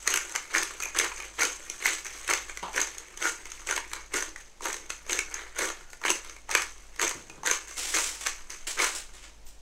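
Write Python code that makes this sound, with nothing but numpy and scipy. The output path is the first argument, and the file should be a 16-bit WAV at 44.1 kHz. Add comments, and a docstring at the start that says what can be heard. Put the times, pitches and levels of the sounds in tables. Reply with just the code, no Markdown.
"""Pepper mill in a tiled kitchen

A hand pepper mill is twisted in quick turns: corns crack with a sharp click and a split in noise over a crunch
of fine grit; they drive the shells' fizz, a narrow burr tone, the dull body and its ringing modes.
A loose part rattles, something knocks and bumps, a hiss rustles late on and thin metal pings end it.
Scattered taps make the kitchen's echo; mains hum, room tone and slow air rumble lie beneath."""
import sys
import numpy as np
from scipy import signal
from scipy.io import wavfile
from scipy.ndimage import uniform_filter1d

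SR = 44100
rng = np.random.default_rng(int(sys.argv[2]) if len(sys.argv) > 2 else 0)


def put_to_file(sound):
    """Save the sound as 16-bit audio at rate SR, in the file named by the first command-line argument."""
    columns = np.atleast_2d(sound).T  # one column per channel
    safe = np.clip(columns, -1, 1)
    whole_steps = np.round(safe * 32767)
    wavfile.write(sys.argv[1], SR, whole_steps.astype(np.int16))


N = 423801  # length in samples
CONTROL_STEP = 32  # samples between points of a stroke's level


def gain_of(db):
    """Amplitude ratio of a level in dB."""
    return 10 ** (np.asarray(db) / 20)


def evened(x):
    """The same sound at rms 1."""
    return x / np.sqrt(np.mean(x ** 2) + 1e-20)


def read(points, hz):
    """Value of a curve at each frequency, joined along log frequency."""
    f, value = np.transpose(points)
    return np.interp(np.log(hz + 1), np.log(f + 1), value)


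def add(mix, s, sound):
    """Lay a sound into the mix at s seconds, cut at the end."""
    part = mix[round(s * SR):][:len(sound)]
    part += sound[:len(part)]


def coloured(x, spectrum, size=4096):
    """Causal filter of unit energy: the phase follows from the log gain."""
    hz = abs(np.fft.fftfreq(size, 1 / SR))
    log_gain = np.log(gain_of(np.maximum(read(spectrum, hz), -100)))
    taps = np.fft.ifft(np.exp(np.conj(signal.hilbert(log_gain)))).real[:size // 2]
    return signal.oaconvolve(x, taps / np.linalg.norm(taps))[:len(x)]


def wander(hz, kind="lowpass"):
    """Slow random drift of rms 1."""
    noise = rng.standard_normal(N + 2 * SR)
    sos = signal.butter(2, hz, kind, fs=SR, output="sos")
    return evened(signal.sosfiltfilt(sos, noise)[SR:-SR])


def burst(t, rise_s, fall_s):
    """Quick swell and exponential decay, top 1."""
    shape = (1 - np.exp(-t / rise_s)) ** 2 * np.exp(-t / fall_s)
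    return shape / shape.max()


def ring(x, hz, t60):
    """A damped mode whose answer to one click has about unit energy; it passes no steady push."""
    r = gain_of(-60 / (t60 * SR))  # decay per sample
    poles = [1, -2 * r * np.cos(2 * np.pi * hz / SR), r ** 2]
    return np.sqrt(1 - r ** 2) * signal.lfilter([1, 0, -1], poles, x) / np.sqrt(2)


def mottled(x, depth_db):
    """Random patches of louder and softer colour, about 1 kHz wide and 12 ms long."""
    z = signal.stft(x, nperseg=128)[2]
    patches = uniform_filter1d(rng.standard_normal(z.shape), size=3, axis=0)
    patches = evened(uniform_filter1d(patches, size=8, axis=1))
    return signal.istft(z * gain_of(depth_db * patches), nperseg=128)[1][:N]


def stroke(start, rise_s, hold_s, db, fall):
    """Power of one movement, and time since its start: a quick climb, a hold, a steady fall in dB."""
    t = np.arange(N // CONTROL_STEP + 2) * CONTROL_STEP / SR - start
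    climb_db = 30 * np.clip(1 - t / max(rise_s, .001), 0, 1)
    fall_db = fall * np.maximum(t - rise_s - hold_s, 0)
    return (t > 0) * gain_of(2 * (db - climb_db - fall_db)), np.maximum(t, 0)


def smooth(power):
    """Amplitude at every sample, drawn between the control steps."""
    return np.interp(np.arange(N) / CONTROL_STEP, np.arange(len(power)), np.sqrt(power))


# Spectrum of the room tone. Each row: frequency in Hz, relative density in dB per Hz.
ROOM_TONE = [(35, -60), (60, -13), (103, -16.5), (346, -16.5), (903, -18.5), (991, -18.5), (1110, -24.5),
             (4640, -26), (6430, -24.5), (16000, -47)]
ROOM_TONE_DB = -60.5


def room_tone():
    """Steady noise coloured as the air of the room."""
    return gain_of(ROOM_TONE_DB) * coloured(rng.standard_normal(N), ROOM_TONE)


# Hums of mains and motors. Each row: frequency in Hz, rms level in dB.
HUMS = [(42.4, -71), (49.285, -59), (50.013, -64), (100, -79)]
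HUM_DIP_S = .47  # the two close hums oppose each other here, and once every beat


def hum():
    """Sines in alternating sign; the two closest in pitch beat slowly."""
    t = np.arange(N) / SR - HUM_DIP_S
    out = np.zeros(N)
    for k, (hz, db) in enumerate(HUMS):
        out += (-1) ** k * gain_of(db) * np.sqrt(2) * np.sin(2 * np.pi * hz * t)
    return out


# Slow air pressure on the microphone. Each row: time in seconds, rms level in dB.
AIR_RUMBLE = [(0, -53), (9.61, -46.5)]


def air_rumble():
    """Noise between 4 and 22 Hz whose level follows the table."""
    level_db = np.interp(np.arange(N) / SR, *np.transpose(AIR_RUMBLE))
    return gain_of(level_db) * wander([4, 22], "bandpass")


def background():
    """Room tone, beating hums and very low air rumble together."""
    return room_tone() + hum() + air_rumble()


# How long the tiled kitchen rings. Each row: frequency in Hz, time to fall 60 dB in seconds.
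KITCHEN_DECAY = [(300, 0.19), (800, 0.28), (2100, 0.24), (5500, 0.25), (12000, 0.13)]
KITCHEN_DB = -8  # echo against the near sound


def kitchen(x):
    """Sparse taps of random sign, each band dying at its own speed; three tails take turns."""
    turn = np.arange(N) / SR * 2 * np.pi * 3  # 3 Hz
    out = np.zeros(N)
    for k in range(3):
        taps = np.zeros(SR // 2 + 200)
        at = np.arange(150, SR // 2, 20)
        taps[at + rng.integers(0, 20, len(at))] = rng.choice([-1., 1.], len(at))
        hz, t, z = signal.stft(taps, SR, nperseg=256)
        decay = gain_of(-60 * t / read(KITCHEN_DECAY, hz)[:, None])
        tail = signal.istft(z * decay, SR, nperseg=256)[1]
        tail *= np.minimum(np.arange(len(tail)) / (0.014 * SR), 1)  # the walls answer late
        share = np.sqrt(2 / 3) * np.cos(turn + k * 2 * np.pi / 3)
        out += signal.oaconvolve(x * share, tail / np.linalg.norm(tail))[:N]
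    return gain_of(KITCHEN_DB) * out


# Soft low bumps. Each row: start in seconds, level at the top in dB.
BUMPS = [(7.148, -49), (7.292, -56), (7.37, -54)]


def bumps():
    """Noise between 70 and 420 Hz that swells at once and dies softly."""
    out, t = np.zeros(N), np.arange(SR // 3) / SR
    low = signal.butter(2, [70, 420], "bandpass", fs=SR, output="sos")
    for s, db in BUMPS:
        noise = evened(signal.sosfilt(low, rng.standard_normal(len(t))))
        add(out, s, gain_of(db) * noise * burst(t, 0.0017, 0.084))
    return out


# A blow, two weaker bounces and a faint later tap.
# Each row: start in seconds, relative level in dB, pitch as a ratio.
KNOCK_HITS = [(2.627, -32.5, 0.98), (2.64, -35, 1.02), (2.68, -40, .9), (7.378, -52, 1.06)]
# Spectrum of the knocked wood. Each row: frequency in Hz at pitch ratio 1, relative density in dB per Hz.
KNOCKED_WOOD = [(120, -22), (220, -12), (650, -9), (1000, 3), (1400, -9.5), (2000, -22), (3100, -13),
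                (5000, -24), (9000, -50)]


def knocks():
    """A short burst of noise through the dull colour of wood, shifted in pitch for each hit."""
    out, t = np.zeros(N), np.arange(SR // 3) / SR
    for s, db, pitch in KNOCK_HITS:
        wood = [(hz * pitch, v) for hz, v in KNOCKED_WOOD]
        blow = rng.standard_normal(len(t)) * burst(t, 0.00027, 0.021)
        add(out, s, gain_of(db) * coloured(blow, wood))
    return out


# Thin metal pings. Each row: start in seconds, level in dB before the soft onset trims it.
METAL_PINGS = [(9.45, -61), (9.472, -55)]
PING_HZ, PING_T60 = 13700, 0.2  # Hz, s to fall 60 dB


def pings():
    """One high sine with a soft onset and an even fall in dB."""
    out, t = np.zeros(N), np.arange(SR // 3) / SR
    metal = gain_of(-60 * t / PING_T60) * np.sin(2 * np.pi * PING_HZ * t) * (1 - np.exp(-t / 0.0024))
    for s, db in METAL_PINGS:
        add(out, s, gain_of(db) * metal)
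    return out


# A rustling hiss that sets in suddenly. Each row: start in seconds, rise in seconds, hold in seconds,
# level in dB, fall in dB per second, brightness in dB (lifts the treble half, lowers the dull half).
RUSTLE_STROKES = [(7.765, 0.0034, 0.33, -37.5, 115, -0.5), (8.203, .01, .01, -41.5, 148, -2),
                  (8.668, 0.002, 0.023, -34.5, 200, -0.5), (8.772, 0.047, 0.006, -29.5, 137, -1.7),
                  (8.946, 0.0039, .005, -36.5, 215, 0), (9.127, .012, 0.013, -52, 106, -4),
                  (9.2, 0.035, 0.018, -52.5, 300, -8), (9.442, 0.026, 0.0091, -57, 148, 1)]
# Spectrum of the rustle. Each row: frequency in Hz, relative density in dB per Hz.
RUSTLE_COLOUR = [(180, -44), (300, -9), (656, -10.5), (900, -10.5), (2070, -6), (4440, -8.5), (7690, -1),
                 (12500, -18.5), (16000, -21)]
TICKS_PER_S, TICKS_DB = 150, -14  # crackle, level against the hiss
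TICK_SPREAD_DB = 4.5  # scale of the random tick sizes
TILT_HZ = 4000  # parts the dull and bright halves


def rustle():
    """Fine dense hiss with a light flutter and scattered crackle; each rustle is duller or brighter."""
    t = np.arange(200) / SR
    size = gain_of(TICK_SPREAD_DB * np.minimum(rng.exponential(1, N), 4))
    ticks = size * (rng.random(N) < TICKS_PER_S / SR)
    crackle = gain_of(TICKS_DB) * signal.oaconvolve(ticks, burst(t, .0001, 0.00077))[:N]
    drive = (1 + crackle) * gain_of(2.0 * wander(83)) * rng.standard_normal(N)
    out = np.zeros(N)
    for kind, sign in (("lowpass", -1), ("highpass", 1)):
        power = sum(stroke(*row[:-1])[0] * gain_of(2 * sign * row[-1]) for row in RUSTLE_STROKES)
        b, a = signal.butter(2, TILT_HZ, kind, fs=SR)
        out += sign * signal.lfilter(b, a, smooth(power) * drive)  # opposite signs join without a hollow
    return mottled(coloured(out, RUSTLE_COLOUR), 0.64)


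# A loose part of the mill chatters. Each row: start in seconds, relative level in dB.
RATTLE_HITS = [(0.8233, -23), (0.83, -27), (0.8351, -22), (0.855, -25.5)]
# Modes of the loose part. Each row: frequency in Hz, relative level in dB, time to fall 60 dB in seconds.
LOOSE_PART = [(2490, -1, 0.017), (6330, -0.5, 0.0064), (11240, -17, .012)]


def rattle():
    """Short knocks of noise ring three modes of the loose part."""
    taps, t = np.zeros(N), np.arange(300) / SR
    for s, db in RATTLE_HITS:
        knock = evened(burst(t, 0.0002, 0.0015) * rng.standard_normal(len(t)))
        add(taps, s, gain_of(db) * knock * .35)
    return sum(gain_of(db) * ring(taps, hz, t60) for hz, db, t60 in LOOSE_PART)


# Turns of the wrist. Each row: start in seconds, rise in seconds, hold in seconds, crunch in dB,
# weight in dB (how much more the body sounds at the start), grit that keeps trickling in dB,
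# low thrum in dB (the gain of the body's lows).
WRIST_TURNS = [(0.036, 0.039, 0.056, -40, 6.5, -42.5, -0.5), (0.488, 0.059, 0.033, -34.5, 7, -43.5, -1),
               (0.918, 0.048, 0.056, -37, 7.5, -44, -2), (1.362, 0.034, 0.031, -33, 4.5, -43.5, -2),
               (1.78, 0.06, 0.078, -34, 3.5, -53.5, -5.5), (2.246, 0.054, 0.019, -32.5, 6, -47, -4),
               (2.714, 0.038, 0.053, -37.5, 5, -47, 0.5), (3.16, 0.058, 0.051, -34.5, 0.5, -52.5, 1.5),
               (3.633, 0.053, 0.042, -38, 1, -50, 1), (4.11, 0.031, 0.034, -33, 2, -56, 4.5),
               (4.607, 0.021, 0.065, -39.5, 0.5, -52.5, 6.5), (5.049, 0.052, 0.026, -35.5, 3.5, -48.5, 0.5),
               (5.543, 0.046, 0.062, -35.5, 4.5, -55, 3.5), (6.013, 0.052, 0.042, -34, 4, -63, 0.5),
               (6.47, 0.041, 0.093, -40, 8, -52.5, -3), (6.973, 0.046, 0.022, -33, 3.5, -51.5, 2.5),
               (7.432, 0.025, 0.063, -34.5, 3.5, -52, -2), (7.92, 0.027, 0.013, -29, 1.5, -65, -4.5),
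               (8.244, 0.016, 0.01, -38, 2.5, -51.5, -9), (8.757, 0.04, 0.026, -32.5, 6, -54, -0.5)]
# The hand slides back for a new grip and scrapes the burrs.
# Each row: start in seconds, hold in seconds, crunch in dB, weight in dB.
GRIP_CHANGES = [(0, 0.01, -46, -4), (0.343, 0.055, -48.5, -3), (0.796, 0.032, -45.5, 1.5),
                (1.185, 0.017, -56, 8.5), (1.686, 0.073, -52, -10), (2.049, 0.25, -47, -1),
                (2.59, 0.12, -55.5, 2), (3.457, 0.2, -54, -1), (3.92, 0.025, -50.5, 7),
                (4.371, .04, -56, -2.5), (4.893, 0.019, -48.5, -2), (5.305, 0.11, -57.5, 12.5),
                (5.895, 0.018, -53.5, -16), (6.23, 0.082, -52, -1), (7.678, 0.026, -44.5, -8),
                (8.495, 0.02, -44, -1)]
# dB a second: the crunch dies, the body falls quiet first, the trickle thins
TURN_FALL, LIGHTEN, TRICKLE_FALL = 177, 32, 32
REGRIP_RISE_S, REGRIP_FALL = 0.0023, 140  # s, dB a second


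def effort():
    """How hard the burrs crunch and how hard they shake the body, summed as power."""
    crunch = shake = 0
    for s, rise_s, hold_s, db, weight_db, trickle_db, _ in WRIST_TURNS:
        turn, t = stroke(s, rise_s, hold_s, db, TURN_FALL)
        trickle, _ = stroke(s, rise_s, hold_s, trickle_db, TRICKLE_FALL)
        crunch = crunch + turn + trickle
        shake = shake + turn * gain_of(2 * (weight_db - LIGHTEN * t)) + trickle
    for s, hold_s, db, weight_db in GRIP_CHANGES:
        scrape, _ = stroke(s, REGRIP_RISE_S, hold_s, db, REGRIP_FALL)
        crunch = crunch + scrape
        shake = shake + scrape * gain_of(2 * weight_db)
    return smooth(crunch), smooth(shake)


THRUM_HZ, LOOSE_THRUM_DB = 604, -4.5  # the thrum lies below this pitch; its gain while the grip is loose


def gripped(body):
    """Each grip of the hand lets more or less of the body's low thrum through."""
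    firm = [(row[0], row[-1]) for row in WRIST_TURNS]
    loose = [(row[0], LOOSE_THRUM_DB) for row in GRIP_CHANGES]
    s, db = np.transpose(sorted(firm + loose))
    latest = np.clip(np.searchsorted(s, np.arange(N) / SR) - 1, 0, None)
    thrum = uniform_filter1d(gain_of(db)[latest], size=400)
    low = signal.sosfiltfilt(signal.butter(2, THRUM_HZ, fs=SR, output="sos"), body)
    return body - low + thrum * low


GRIT_PER_S, GRIT_SPREAD_DB = 420, 4.5  # fractures, scale of their random sizes
RASP_DB = -2  # against the grains


def grit():
    """Tiny fractures over a rasp, clumped as the burrs stick and slip; gives bright and heavy drive."""
    crunch, shake = effort()
    t = np.arange(400) / SR
    size = gain_of(GRIT_SPREAD_DB * np.minimum(rng.exponential(1, (2, N)), 3.3))
    shared, own = rng.random(N), rng.random((2, N))
    chance = .5 * GRIT_PER_S / SR  # half the fractures strike both drives at once
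    hit = size * ((shared < chance) | (own < chance))
    grains = signal.oaconvolve(hit, burst(t, 0.0002, 0.002)[None], axes=1)[:, :N]
    clumps = gain_of(1.08 * wander(36))
    drive = (evened(grains) + gain_of(RASP_DB)) * rng.standard_normal((2, N)) * clumps
    return evened(drive[0]) * crunch, evened(drive[1]) * shake


# Corns that crack. Each row: time of the snap in seconds, relative level in dB,
# weight in dB (half is added to the body's push, half taken off the shell),
# tone in Hz (the part of the mill that takes the blow).
CORN_CRACKS = [(0.0754, -9.5, -4.5, 2330), (0.1033, -17.5, -3, 1830), (0.1393, -12.5, -5, 1570),
               (0.159, -13.5, -8, 1830), (0.1731, -15.5, -8, 1770), (0.295, -31.5, -8, 1900),
               (0.322, -32, -16, 1200), (0.352, -16, 5.5, 2060), (0.3595, -14, -1, 2040),
               (0.548, -26, 6, 1700), (0.5606, -20, 6, 1610), (0.581, -15, 2, 2190),
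               (0.627, -26, 17.5, 1730), (0.6315, -22.5, -19.5, 2300), (0.8022, -20, 2, 2200),
               (0.963, -21, 10, 2300), (0.9876, -9.5, -6.5, 2400), (0.9979, -10.5, 6.5, 1870),
               (1.0451, -18, 3, 1930), (1.117, -28, 14, 2320), (1.2012, -22.5, 10, 2440),
               (1.223, -29, 6, 2410), (1.3951, -21.5, 3, 1850), (1.4192, -22, 2, 1460),
               (1.432, -12.5, -6, 1290), (1.4516, -16, -7, 2300), (1.699, -21.5, -3.5, 2300),
               (1.8567, -12, 10, 1980), (1.8643, -16, -9, 1940), (2.0476, -27, -2, 2140),
               (2.0655, -24, -3, 1940), (2.2777, -21, -4, 1300), (2.3004, -17.5, -10, 1900),
               (2.3358, -12, -0.5, 1900), (2.4957, -26.5, 9, 2240), (2.5728, -22.5, 1, 1900),
               (2.731, -31, -5, 1330), (2.7623, -19.5, 3, 1430), (2.7778, -22.5, 16.5, 1440),
               (2.803, -18.5, 0, 2130), (2.815, -17, -8, 2100), (2.872, -24.5, 3, 1870),
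               (2.951, -39, -1, 1860), (2.9822, -31, -15, 1880), (3.174, -29, -5, 1330),
               (3.224, -20, 1, 1460), (3.2537, -18, 11, 1440), (3.2941, -22.5, -5, 1440),
               (3.4553, -30, -3, 2100), (3.518, -26.5, -4, 2060), (3.6715, -21.5, -3, 2320),
               (3.6887, -24, 7, 1480), (3.7105, -14.5, 2.5, 1440), (3.724, -23.5, 13, 1460),
               (3.763, -16, 1, 2120), (3.777, -17.5, 9.5, 1690), (3.915, -31, 5, 1740),
               (3.9331, -16.5, -0.5, 1740), (3.962, -27, 4, 2260), (4.14, -18, 3, 2000),
               (4.158, -19.5, 7.5, 1400), (4.1688, -26, -2, 1440), (4.224, -19, 0.5, 1830),
               (4.3604, -31, 4, 1760), (4.6071, -37, 2, 1070), (4.6548, -19, 0, 1104),
               (4.667, -23, 7, 1570), (4.701, -26, 10, 1600), (4.729, -23, -7, 2220),
               (4.742, -22.5, 0, 1220), (4.7658, -29.5, -8, 1900), (4.9025, -16.5, 2.5, 2100),
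               (5.0644, -33.5, 5, 2230), (5.095, -17, 11, 2230), (5.13, -18.5, -10, 1690),
               (5.1899, -12, 1.5, 2100), (5.3416, -23.5, -8, 1640), (5.4166, -35, 20, 1960),
               (5.564, -33, 7, 1470), (5.589, -16.5, -2, 1850), (5.6083, -19.5, 4, 2030),
               (5.701, -22, 7.5, 1640), (5.8082, -42, 8, 1470), (5.9314, -29, 3, 1770),
               (6.0154, -36, -2, 960), (6.0375, -27, 20, 1530), (6.0503, -24.5, 28.5, 2020),
               (6.0951, -21, -8, 1900), (6.103, -12, -7.5, 1870), (6.2468, -29.5, 6, 1980),
               (6.2964, -28.5, 5, 2160), (6.3643, -33, 8, 2160), (6.492, -29.5, 4, 1050),
               (6.5121, -13.5, 5, 2220), (6.5502, -5, 8, 2270), (6.5741, -24.5, -12, 2080),
               (6.6196, -17.5, -3, 2020), (6.961, -32, 3, 3270), (6.995, -19.5, 7.5, 1540),
               (7.015, -11.5, 0, 1960), (7.027, -17, 1, 2040), (7.078, -17.5, -4, 1970),
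               (7.0927, -23, -16, 1410), (7.111, -21.5, 5, 2000), (7.2976, -29, 7, 2320),
               (7.433, -32, 3, 1030), (7.461, -20.5, -9, 1540), (7.472, -14, 1, 1540),
               (7.4994, -18.5, 4, 1540), (7.5124, -9.5, -1, 2170), (7.674, -33, 4, 2060),
               (7.711, -28.5, 6, 2100), (7.95, -17, 15, 2140), (7.97, -13, 6, 2360), (7.986, -15, 0, 1980),
               (8.21, -27.5, -1, 2180), (8.263, -17.5, 6, 2520), (8.2689, -12.5, -1.5, 1860),
               (8.5031, -27.5, -9, 1970), (8.775, -28, 8, 1390), (8.799, -20.5, 24, 2160),
               (8.8434, -15.5, -8, 1310), (8.9513, -28, -10, 2020)]
SNAP_DB = 8  # the click that opens each crack, against its split


def cracks():
    """Each crack has a very faint noise swell, then a sharp click and a split in noise.

    The body's push rises more slowly than the shell's split and dies a little sooner."""
    bright, heavy, t = np.zeros(N), np.zeros(N), np.arange(800) / SR
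    swell = gain_of(-17) * np.exp((t - t[-1]) / .004)
    click = gain_of(SNAP_DB) * (t == 0)
    shell, push = burst(t, .0001, 0.0025), burst(t, 0.00059, .002)

    def crack(mix, s, db, shape, swell_noise):
        split = shape * rng.standard_normal(len(t))
        split *= np.linalg.norm(shape) / np.linalg.norm(split)
        add(mix, s - t[-1], gain_of(db) * np.concatenate([swell * swell_noise, split + click]))

    for s, db, weight_db, _ in CORN_CRACKS:
        crack(bright, s, db - weight_db / 2 - 8, shell, .5 * rng.standard_normal(len(t)))
        crack(heavy, s, db + weight_db / 2 - 10, push, rng.standard_normal(len(t)))
    # too brief to stir the low thrum
    return bright, signal.lfilter(*signal.butter(1, 600, "highpass", fs=SR), heavy)


# Spectrum of mill and counter. Each row: frequency in Hz, relative density in dB per Hz.
MILL_BODY = [(88, -65.5), (150, -31), (273, -15), (337, -1.5), (533, -6.5), (695, -14), (1030, -6),
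             (1720, -2), (1980, -2.5), (2210, -1.5), (2540, -9), (3600, -13.5), (4200, -14), (5460, -31),
             (9240, -120)]
# Spectrum of breaking shells. Each row: frequency in Hz, relative density in dB per Hz.
SHELL_FIZZ = [(1470, -64.5), (2500, -7.5), (3920, -13), (4520, -12.5), (5510, -11), (6400, 1), (7090, -7.5),
              (7920, -5), (9490, -16.5), (12000, -20.5), (16500, -33.5)]
# Ringing modes of the mill. Each row: frequency in Hz, relative level in dB when the blow's tone
# matches it, time to fall 60 dB in seconds.
MILL_MODES = [(975, 13.5, 0.012), (1433, 3, 0.028), (1553, -6, 0.086), (1722, 1, 0.015),
              (1970, -0.5, 0.023), (2123, 0.5, 0.04), (2473, -0.5, 0.038)]
BURR_HZ, BURR_T60, BURR_DB = 6255, 0.034, -12.5  # the grinding burr rings in a narrow treble band


def mill():
    """Grit and cracks sound through the shells' fizz, the broad body and the modes nearest the last blow."""
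    (fine, rub), (snap, push) = grit(), cracks()
    bright, heavy = fine + snap, rub + push
    s, tone = np.array(CORN_CRACKS)[:, [0, 3]].T
    latest = np.searchsorted(s, np.arange(N) / SR + .003) - 1  # the tone moves 3 ms ahead of the snap
    tone = tone[np.clip(latest, 0, None)]
    mode_drive = gain_of(-12 + 7.7 * wander(34)) * rub + push  # the rub drives the modes unevenly
    modes = np.zeros(N)
    for hz, db, t60 in MILL_MODES:
        nearness = gain_of(db - 64.0 * abs(np.log2(tone / hz)))  # 64 dB an octave
        modes += ring(mode_drive * nearness, hz, t60)
    burr = gain_of(BURR_DB) * ring(bright, BURR_HZ, BURR_T60)
    broad = coloured(bright, SHELL_FIZZ) + burr + gripped(coloured(heavy, MILL_BODY))
    return mottled(broad, 2.6) + gain_of(-1.5) * modes


def scene():
    """The mill and the small sounds, their echo in the kitchen, and the background."""
    near = mill() + rattle() + rustle() + knocks() + pings() + bumps()
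    return (near + kitchen(near) + background())[None]


EDGE_HZ = 15800  # top of the recorder's band


def record(dry):
    """The band limit of the recorder: a steep lowpass."""
    lowpass = signal.firwin(511, EDGE_HZ, window=("kaiser", 9), fs=SR)
    return signal.oaconvolve(dry, lowpass[None], "same")


dry = scene()
out = record(dry)
put_to_file(out)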